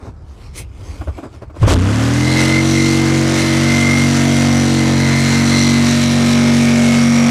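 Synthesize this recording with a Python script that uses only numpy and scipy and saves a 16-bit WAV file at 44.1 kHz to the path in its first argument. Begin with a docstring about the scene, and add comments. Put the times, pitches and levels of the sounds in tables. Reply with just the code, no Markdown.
"""A hand-held drill jerks on against a thin panel, spins up and cuts steadily: forced vibration at
multiples of the shaft rate drums in the panel, and noise repeated on every turn makes rasp, growl and squeal.
Beforehand the panel booms and knocks under the hands, as short low tones and resonant noise; cloth rustles
as coloured noise. Loud low thumps mark the start. The very close microphone squeezes the treble at each
large swing."""
import sys
import numpy as np
from scipy import signal
from scipy.fft import rfft, irfft, next_fast_len
from scipy.io import wavfile
from scipy.ndimage import uniform_filter1d, map_coordinates

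SR = 44100
rng = np.random.default_rng(int(sys.argv[2]) if len(sys.argv) > 2 else 0)


def log_audio(samples):
    """Write samples as a 16-bit WAV file to the path given in sys.argv[1]."""
    # one column per channel
    frames = np.atleast_2d(samples).T
    # limit to full scale, then quantise
    limited = np.clip(frames, -1, 1)
    pcm = np.round(limited * 32767).astype(np.int16)
    wavfile.write(sys.argv[1], SR, pcm)


N = 321930

# Shaft speed, spin-up then a run with a sag: time_s, speed_turns_per_s
SHAFT_SPEED = [(1.75, 28.4), (1.8, 29.8), (1.85, 31.8), (1.9, 34.8), (2.05, 39.1), (2.2, 42), (2.39, 44.9),
               (2.62, 46.3), (2.8, 46.8), (3.2, 46.4), (3.54, 46.6), (3.85, 47.1), (4.5, 47.05),
               (4.68, 46.9), (4.8, 46.1), (5.19, 46.05), (5.45, 46.6), (5.81, 47.2), (6.58, 47.1),
               (6.7, 46.9), (7.3, 47)]
FULL_SPEED, SPIN_UP = 47, 19  # turns per s at full speed, and gained while spinning up
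# Last stretch through the panel: time_s, depth_share (0-1)
CUT_DEPTH = [(5.2, 0.18), (5.6, .25), (6.3, 0.61), (7.0, 0.78), (7.3, 0.94)]
# How freely the panel swings round the cut; drumming moves from 7th order to 5th: time_s, loose_share (0-1)
PANEL_LOOSENESS = [(2.2, 0.12), (2.8, 0.18), (3.54, 0.13), (3.76, 0.53), (4.5, 0.66), (4.75, 0.35),
                   (5.2, 0.48), (5.45, 0.62), (5.81, 0.79), (6.58, 0.87), (7.3, 0.94)]
# Orders that drum in the panel: order_multiple, full_speed_db,
# then added: start_speed_db, loose_panel_db, full_depth_db
DRUM_ORDERS = [(1, -35, -18, 0, -16), (2, -23, -2, 4, -10.5), (3, -17.5, 6.5, 1.5, -5),
               (4, -42, 11, 10.5, -1), (5, -21, -11, 10, 0.9), (6, -23.5, 0, 7, -18.5),
               (7, -14.5, -9, -16, -5), (8, -40, 11, -3.5, -0.5), (9, -41.5, 19, -30, -10),
               (10, -34.5, -2, 5.5, -15.5), (11, -35.5, -12, -3.8, 3.5), (13, -43.5, 10, 8, 3.5)]
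# Weaker upper shaft orders: order_multiple, level_db (as at 50.5 turns per s)
UPPER_ORDERS = [(12, -44), (14, -40.5), (15, -36), (16, -43.5), (18, -49), (22, -40), (27, -38.5),
                (30, -41.5), (39, -36.5), (43, -36.5), (45, -35), (47, -45), (49, -40)]
DRIFT_DB, HIGH_DRIFT_DB = 0.8, 2.2  # slow wander of the drumming orders up to the 7th, and above
# The tool jerks on: time_s, rasp_db, growl_db
JERK_LEVELS = [(1.6, -53, -59), (1.63, -41, -33), (1.66, -49, -27), (1.68, -29, -35), (1.71, -28.5, -21.5),
               (1.735, -21, -27), (1.77, -42, -29)]
# Rasp of the teeth in the cut: time_s, level_db (before a 0.1 dB lift)
CUT_RASP = [(1.77, -36), (1.87, -30), (2.1, -29), (2.27, -27), (2.41, -21.5), (2.46, -23), (2.6, -26),
            (2.66, -23.5), (2.77, -22.5), (3.0, -25.5), (3.3, -25.5), (3.39, -22.5), (3.55, -24.5),
            (3.7, -23), (4.0, -23), (4.22, -23.5), (4.55, -25), (4.8, -26.5), (5.31, -23.5), (5.7, -22.5),
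            (5.81, -25), (5.87, -22), (6.2, -25.5), (6.3, -23), (6.46, -25), (6.6, -24), (6.8, -24.5),
            (7.0, -24.5), (7.1, -26), (7.3, -25.5)]
# Rasp colour: frequency_hz, relative_density_db (per Hz)
RASP_SPECTRUM = [(900, -10), (1600, -3.5), (2400, -1), (3110, -1.5), (3970, -2), (5910, -2), (8000, -6.5),
                 (10200, -12.5), (13000, -23.5), (15500, -32)]
# Growl colour: frequency_hz, relative_density_db (per Hz)
GROWL_SPECTRUM = [(25, -29), (60, -3), (140, 0), (300, 2.5), (490, 0), (700, -1), (900, -3.5), (1500, -3.5),
                  (2200, -10.5), (3500, -13)]
GROWL_DB, GROWL_FOLLOWS = -23.5, 0.27  # growl at median rasp; dB of growl per dB of rasp
# Singing bands of the saw: shallow_hz, shallow_width_hz, deep_hz, deep_width_hz, added_level_db
SINGING_BANDS = [(2073, 120, 2220, 360, 1), (4096, 500, 3900, 670, -3), (5880, 430, 5700, 450, -3)]
# Lowest singing band, before spin-up and band offsets: time_s, level_db
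LOW_SING_LEVEL = [(2.1, -36), (2.42, -20), (2.46, -28), (2.59, -19.5), (2.66, -34), (2.78, -22),
                  (2.94, -30), (3.31, -30), (3.39, -22), (4.04, -24), (4.13, -37), (4.18, -27), (4.56, -33),
                  (4.82, -24.5), (4.98, -30), (5.01, -25), (5.39, -23.5), (5.44, -18.5), (5.49, -34),
                  (5.53, -20), (6.2, -34.5), (6.26, -29), (7.14, -26), (7.3, -33)]
# Two upper singing bands, before spin-up, rasp and band offsets: time_s, middle_db, top_db
UPPER_SING_LEVELS = [(2.1, -38, -36), (2.3, -22, -40), (2.42, -27, -32), (2.6, -28, -30.5), (3.2, -31, -34),
                     (3.4, -29.5, -32.5), (4.1, -36, -31.5), (4.5, -36, -31), (4.8, -26, -31.5),
                     (5.5, -27, -31), (6.2, -27.5, -29), (6.5, -35, -32), (7.3, -35, -27.5)]
SING_FOLLOWS, SING_WANDER_DB = 1.4, 1  # the upper bands: dB per dB of rasp, own wander
# Thumps of the panel, quiet ones under the hands, then loud ones as the tool jerks on:
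# centre_s, level_db (before a 2.5 dB lift), pitch_hz, length_s
THUMPS = [(0.036, -27, 76, 0.0047), (0.085, -25, 101, 0.0078), (0.312, -30, 68, 0.019),
          (0.482, -39, 75, 0.018), (0.611, -27, 96, 0.0049), (0.638, -27, 93, 0.0038),
          (0.824, -26, 88, 0.0092), (0.903, -20, 75, 0.013), (1.009, -20, 80, 0.007),
          (1.096, -15, 75, 0.014), (1.181, -33, 87, 0.009), (1.265, -32, 110, 0.006), (1.37, -31, 93, 0.01),
          (1.43, -32, 111, 0.0091), (1.547, -32, 77, 0.0086), (1.62, -3, 100, 0.0036),
          (1.641, -5, 99, 0.015), (1.674, -4, 104, 0.0017), (1.719, -11, 85.6, 0.025),
          (1.74, -8.5, 87, 0.0044)]
# Tool tip on the panel: time_s, level_db (before a 3.5 dB cut), rise_s
TIP_KNOCKS = [(1.014, -21.5, 0.0062), (1.073, -23.5, 0.011), (1.18, -25.5, 0.0094), (1.233, -25.5, 0.0046),
              (1.341, -36, 0.0062), (1.42, -30.5, 0.0084), (1.5, -35, 0.006), (1.544, -36, 0.0091),
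              (1.566, -31, 0.0047), (1.612, -29, 0.011), (1.631, -13, 0.0055), (1.676, -9.5, 0.0085),
              (1.71, -9.5, 0.014)]
# Panel resonances: pitch_hz, width_hz, level_db
PANEL_MODES = [(297, 52, 4), (615, 127, -1.5), (1070, 136, -8), (1430, 190, -13.5), (2430, 1050, -26.5)]
# Boom under the hands: time_s, level_db
BOOM_LEVEL = [(0, -51), (0.07, -36.5), (0.6, -33), (0.92, -32), (1.11, -29), (1.19, -39), (1.57, -41),
              (1.62, -11.5)]
# Boom colour: frequency_hz, relative_density_db (per Hz)
BOOM_SPECTRUM = [(15, -35), (35, -7), (72, -2), (115, -9.5), (190, -25), (300, -60)]
# Sleeve strokes: peak_s, rustle_db, murmur_db, rise_s, fall_s
SLEEVE_STROKES = [(0.072, -55, -38, .04, 0.019), (0.3, -61, -65, 0.02, 0.061),
                  (0.446, -53, -50, 0.044, 0.038), (0.585, -35, -40, 0.022, 0.026),
                  (0.916, -48.5, -43, 0.092, 0.11), (1.186, -53, -46, .03, 0.024),
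                  (1.248, -53.5, -32, 0.013, 0.018), (1.352, -56, -50, 0.03, 0.023),
                  (1.425, -57, -34.5, 0.0047, 0.014), (1.57, -53.5, -41, .012, .05)]
STILL_RUSTLE_DB, STILL_MURMUR_DB = -65, -48.5  # floor between strokes
# Murmur colour: frequency_hz, relative_density_db (per Hz)
MURMUR_SPECTRUM = [(150, -1), (300, 2), (600, -9), (1200, -12.5), (1800, -21), (2500, -45)]
# Rustle colour: frequency_hz, relative_density_db (per Hz)
RUSTLE_SPECTRUM = [(900, -40), (2100, 3.5), (3500, -2), (5000, -2.5), (8000, -8.5), (12000, -21),
                   (15500, -38)]
# Treble of brisk strokes: frequency_hz, relative_density_db (per Hz)
FIZZ_SPECTRUM = [(4000, -19), (7000, -6), (9000, -2), (12000, -11), (15500, -20)]
TOP_HZ = 15650  # upper band limit of the output


def drill():
    """Forced vibration: one shaft angle drives both the panel's drumming and the noise of the teeth."""
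    (speed,), (depth,) = curves(SHAFT_SPEED), curves(CUT_DEPTH)
    slow = (FULL_SPEED - speed) / SPIN_UP
    turn = 2 * np.pi * np.cumsum(speed) / SR
    unsteady = 1 + 0.22 * (47.5 - speed)  # while speeding up the saw skips, so turns are less alike
    (rasp_db,) = curves(CUT_RASP)
    rasp_rise_db = rasp_db - np.median(rasp_db)
    cut = during(CUT_RASP, fade=.02)
    rasp, growl = rasp_and_growl(turn, unsteady, rasp_db, rasp_rise_db, cut)
    squeal = saw_squeal(turn, unsteady, slow, depth, rasp_rise_db)
    # At low speed the treble drops out in gaps, in step with the third order.
    gap = np.sin(order_angle(turn, 3) - .6) ** 2 * (.65 + .35 * np.sin(turn))
    gap_gain = amp(-3.6 * np.maximum(39 - speed, 0) * gap * during(SHAFT_SPEED))
    drum = np.sqrt(2) * panel_drum(speed, turn, slow, depth) * during(SHAFT_SPEED)
    return drum + (rasp + squeal * cut) * gap_gain + growl * gap_gain ** 0.5


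def order_angle(turn, k):
    """Harmonic phase: the k-th multiple of the turn, with the panel delaying higher orders more."""
    return k * turn - .63 * k * k


def panel_drum(speed, turn, slow, depth):
    """Order excitation: sinusoids locked to multiples of the shaft rate, weighted by the panel's state."""
    (loose,) = curves(PANEL_LOOSENESS)
    drum = 0
    for k, full_db, start_db, loose_db, deep_db in DRUM_ORDERS:
        level_db = full_db + start_db * slow + loose_db * loose + deep_db * depth
        if k == 3:
            third_db = level_db
        drift_db = (DRIFT_DB if k < 8 else HIGH_DRIFT_DB) * wobble(5)
        drum += amp(level_db + drift_db) * np.sin(order_angle(turn, k))
    for k, db in UPPER_ORDERS:
        level_db = db + 1.7 * wobble(2.56) + 1.0 * (speed - 50.5)
        drum += amp(level_db) * np.sin(order_angle(turn, k) + 1.3 * wobble(6))
    # At low speed the overloaded sound turns spiky: odd overtones of the third order.
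    spikes = amp(third_db - 14 - 0.84 * (speed - 32.5) + 3 * wobble(40))
    spike_angle = order_angle(turn, 3) + 0.3 * wobble(50)  # the spiky overtones waver in phase
    return drum + spikes * (.5 * np.sin(5 * spike_angle + 2.8) - np.sin(3 * spike_angle + 1.4))


def rasp_and_growl(turn, unsteady, rasp_db, rasp_rise_db, cut):
    """Cyclic roughness noise: treble rasp and lower growl share a pattern rate set by the shaft."""
    jerk_rasp_db, jerk_growl_db = curves(JERK_LEVELS)
    jerk = during(JERK_LEVELS, fade=0.0045)
    chips = amp(2.1 * wobble(900) + 0.69 * wobble(25))
    rasp = coloured(kerf(turn, renew=4.5, fresh=0.83 * unsteady), RASP_SPECTRUM)
    rasp += 0.83 * noise(RASP_SPECTRUM, patchy_db=1.5)
    rasp_gain = amp(rasp_db + 0.1) * cut + amp(jerk_rasp_db) * jerk
    rasp = rasp_gain * unit(rasp * bite(turn, 1.0, 1.2) * chips)
    growl = coloured(kerf(turn, renew=3.5, fresh=0.48 * unsteady), GROWL_SPECTRUM)
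    growl += 0.55 * noise(GROWL_SPECTRUM, patchy_db=1.9)
    growl_db = GROWL_DB + GROWL_FOLLOWS * rasp_rise_db + 1.0 * wobble(9)
    growl_gain = amp(growl_db) * cut + amp(jerk_growl_db) * jerk
    return rasp, growl_gain * unit(growl * bite(turn, 1.0, .8))


def saw_squeal(turn, unsteady, slow, depth, rasp_rise_db):
    """Resonance: tooth noise excites three saw bands, each crossfading to its deep form with depth."""
    deep = np.clip((depth - 0.25) / 0.28, 0, 1)
    (low_db,) = curves(LOW_SING_LEVEL)
    sing_db = [low_db - 12 * slow]
    for db in curves(UPPER_SING_LEVELS):
        sing_db.append(db - 30 * slow + SING_FOLLOWS * rasp_rise_db + SING_WANDER_DB * wobble(8))
    squeal = 0
    for (shallow_hz, shallow_width, deep_hz, deep_width, db), level_db in zip(SINGING_BANDS, sing_db):
        teeth = kerf(turn, renew=4.5, fresh=0.35 * unsteady)
        shallow_band = resonant_band(teeth, shallow_hz, shallow_width)
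        deep_band = resonant_band(teeth, deep_hz, deep_width)
        sing = (1 - deep) * shallow_band + deep * deep_band
        squeal += amp(level_db + db) * unit(sing * bite(turn, 2.0, 3.0) * amp(0.87 * wobble(15)))
    return squeal


def resonant_band(x, hz, width):
    """Cascaded resonance: the same mode applied twice, scaled to rms 1."""
    return unit(filtered(x, lambda f: modes([(hz, width, 0)])(f) ** 2))


def bite(turn, once_db, twice_db):
    """Amplitude modulation: an off-centre saw bites unevenly, once and twice a turn."""
    return amp(once_db * np.sin(turn) + twice_db * np.sin(2 * turn + 2.07))


def kerf(turn, renew, fresh, size=900):
    """Cyclic excitation: roughness met every turn, worn anew renew times a second, plus a fresh share."""
    rough = rng.standard_normal((int(N / SR * renew) + 4, size))
    wear = np.arange(N) / SR * renew
    place = turn / (2 * np.pi) % 1 * size
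    again = map_coordinates(rough, [wear, place], order=1, mode="grid-wrap")
    even = again / np.hypot(wear % 1, 1 - wear % 1)  # undo the level loss of blending two shapes
    return unit(even) + fresh * rng.standard_normal(N)


def panel_and_hands():
    """Superposition: panel thumps and tip knocks add to the boom and cloth noise of handling."""
    handling = (handling_bed() + sleeve_rustle()) * during(BOOM_LEVEL, fade=0.2)
    return panel_thumps() + tip_knocks() + handling


def panel_thumps():
    """Impulsive bending: each thump swings the whole panel as a low tone in a bell-shaped envelope."""
    t = np.arange(N) / SR
    thumps = 0
    for s, db, hz, length in THUMPS:
        envelope = np.exp(-.5 * ((t - s) / length) ** 2)
        thumps += amp(db + 2.5) * envelope * np.sin(2 * np.pi * (hz * (t - s) + rng.random()))
    return thumps


def tip_knocks():
    """Modal excitation: brief rattling contact of the tool tip sounds the panel's resonances."""
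    t = np.arange(N) / SR
    chatter = 0
    for s, db, rise in TIP_KNOCKS:
        age = np.maximum(t - s + 0.0035, 0) / rise
        chatter += amp(db) * age * np.exp(1 - age)
    rattle = rng.standard_normal(N) * amp(1.1 * wobble(330))
    return amp(-3.5) * chatter * unit(filtered(rattle, modes(PANEL_MODES)))


def handling_bed():
    """Low-frequency radiation: boom noise of the held panel, and a murmur that swells with each stroke."""
    boom_db, = curves(BOOM_LEVEL)
    murmur = stroke_gain(2, STILL_MURMUR_DB) * noise(MURMUR_SPECTRUM, patchy_db=1)
    return amp(boom_db) * noise(BOOM_SPECTRUM, patchy_db=2) + murmur


def sleeve_rustle():
    """Friction noise: cloth strokes give treble that grows faster than their level."""
    brisk = stroke_gain(1, STILL_RUSTLE_DB)
    rustle = brisk * unit(noise(RUSTLE_SPECTRUM, patchy_db=3.0) * amp(1.5 * wobble(360)))
    return rustle + amp(19.0) * brisk ** 1.604 * noise(FIZZ_SPECTRUM, patchy_db=5.5)


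def stroke_gain(column, still_db):
    """Envelope superposition: uneven bell shapes, one per sleeve stroke, over a still floor."""
    t = np.arange(N) / SR
    gain = amp(still_db)
    for row in SLEEVE_STROKES:
        s, rise, fall = row[0], row[3], row[4]
        gain = gain + amp(row[column]) * np.exp(-.5 * ((t - s) / np.where(t < s, rise, fall)) ** 2)
    return gain


def noise(spectrum, patchy_db):
    """Random excitation: coloured noise of rms 1 with time-frequency patches of random gain."""
    z = signal.stft(rng.standard_normal(N), nperseg=512)[2]
    field = uniform_filter1d(uniform_filter1d(rng.standard_normal(z.shape), 6, 0), 14, 1)
    patchy = signal.istft(z * amp(patchy_db * unit(field)), nperseg=512)[1][:N]
    return coloured(patchy, spectrum)


def coloured(x, spectrum):
    """Spectral shaping: x weighted by a (Hz, dB) curve on a log-frequency axis, rms 1."""
    f, db = np.transpose(spectrum)
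    return unit(filtered(x, lambda hz: amp(np.interp(np.log(hz + 1), np.log(f), db, -120, -120))))


def modes(table):
    """Modal summation: the response of a body with (Hz, width, dB) resonances of alternating sign."""
    def response(f):
        return sum((-1) ** k * amp(db) * 1j * f * w / (c * c - f * f + 1j * f * w)
                   for k, (c, w, db) in enumerate(table))
    return response


def filtered(x, response):
    """Linear filtering: x times a complex response of frequency, padded against wrap-round."""
    m = next_fast_len(N + SR // 2)
    return irfft(rfft(x, m) * response(np.fft.rfftfreq(m, 1 / SR)), m)[..., :N]


def wobble(rate):
    """Band-limited fluctuation: a smooth random curve, rate knots a second."""
    return map_coordinates(rng.standard_normal(int(N * rate / SR) + 4), [np.arange(N) * rate / SR])


def curves(rows):
    """Linear interpolation: one value per sample for each column after the time."""
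    s, *cols = np.transpose(rows)
    return [np.interp(np.arange(N) / SR, s, c) for c in cols]


def during(rows, fade=0.036):
    """Gating: 1 inside the time span of a table, fading to 0 outside over fade seconds."""
    first, last = rows[0][0], rows[-1][0]
    return np.interp(np.arange(N) / SR, [first - fade, first, last, last + fade], [0, 1, 1, 0])


def amp(db):
    """Logarithmic level: decibels to gain."""
    return 10 ** (np.asarray(db) / 20)


def unit(x):
    """Power normalisation: x scaled to rms 1."""
    return x / np.sqrt(np.mean(x ** 2) + 1e-20)


def scene():
    """Superposition: the running tool, the thumps and the handling add at one microphone."""
    return (drill() + panel_and_hands())[None]


def record(dry):
    """Overload: large low swings leave the microphone less room for treble; the converter clips softly."""
    low = filtered(dry, lambda hz: 1 / (1 + (hz / 520) ** 6))
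    # The swing ahead of the bass cut: deep tones are larger and later.
    swing = filtered(low, lambda hz: (1 + 75 / (45 + 1j * hz)) ** 2)
    # Overdrive sets in once the sound has been loud for a moment (mean of the last 0.14 s).
    loud = uniform_filter1d(np.minimum(np.abs(low), .1), 6001, origin=3000)
    settled = np.clip(loud / .095, 0, 1) ** 12
    room = 1 / (1 + np.abs(settled * (swing - .05) / 0.44) ** 6.0)
    wet = low + amp(1.5) * room * (dry - low)
    wet = wet / (1 + np.abs(wet) ** 12) ** (1 / 12)
    return filtered(wet, lambda hz: hz < TOP_HZ)


dry = scene()
out = record(dry)
log_audio(out)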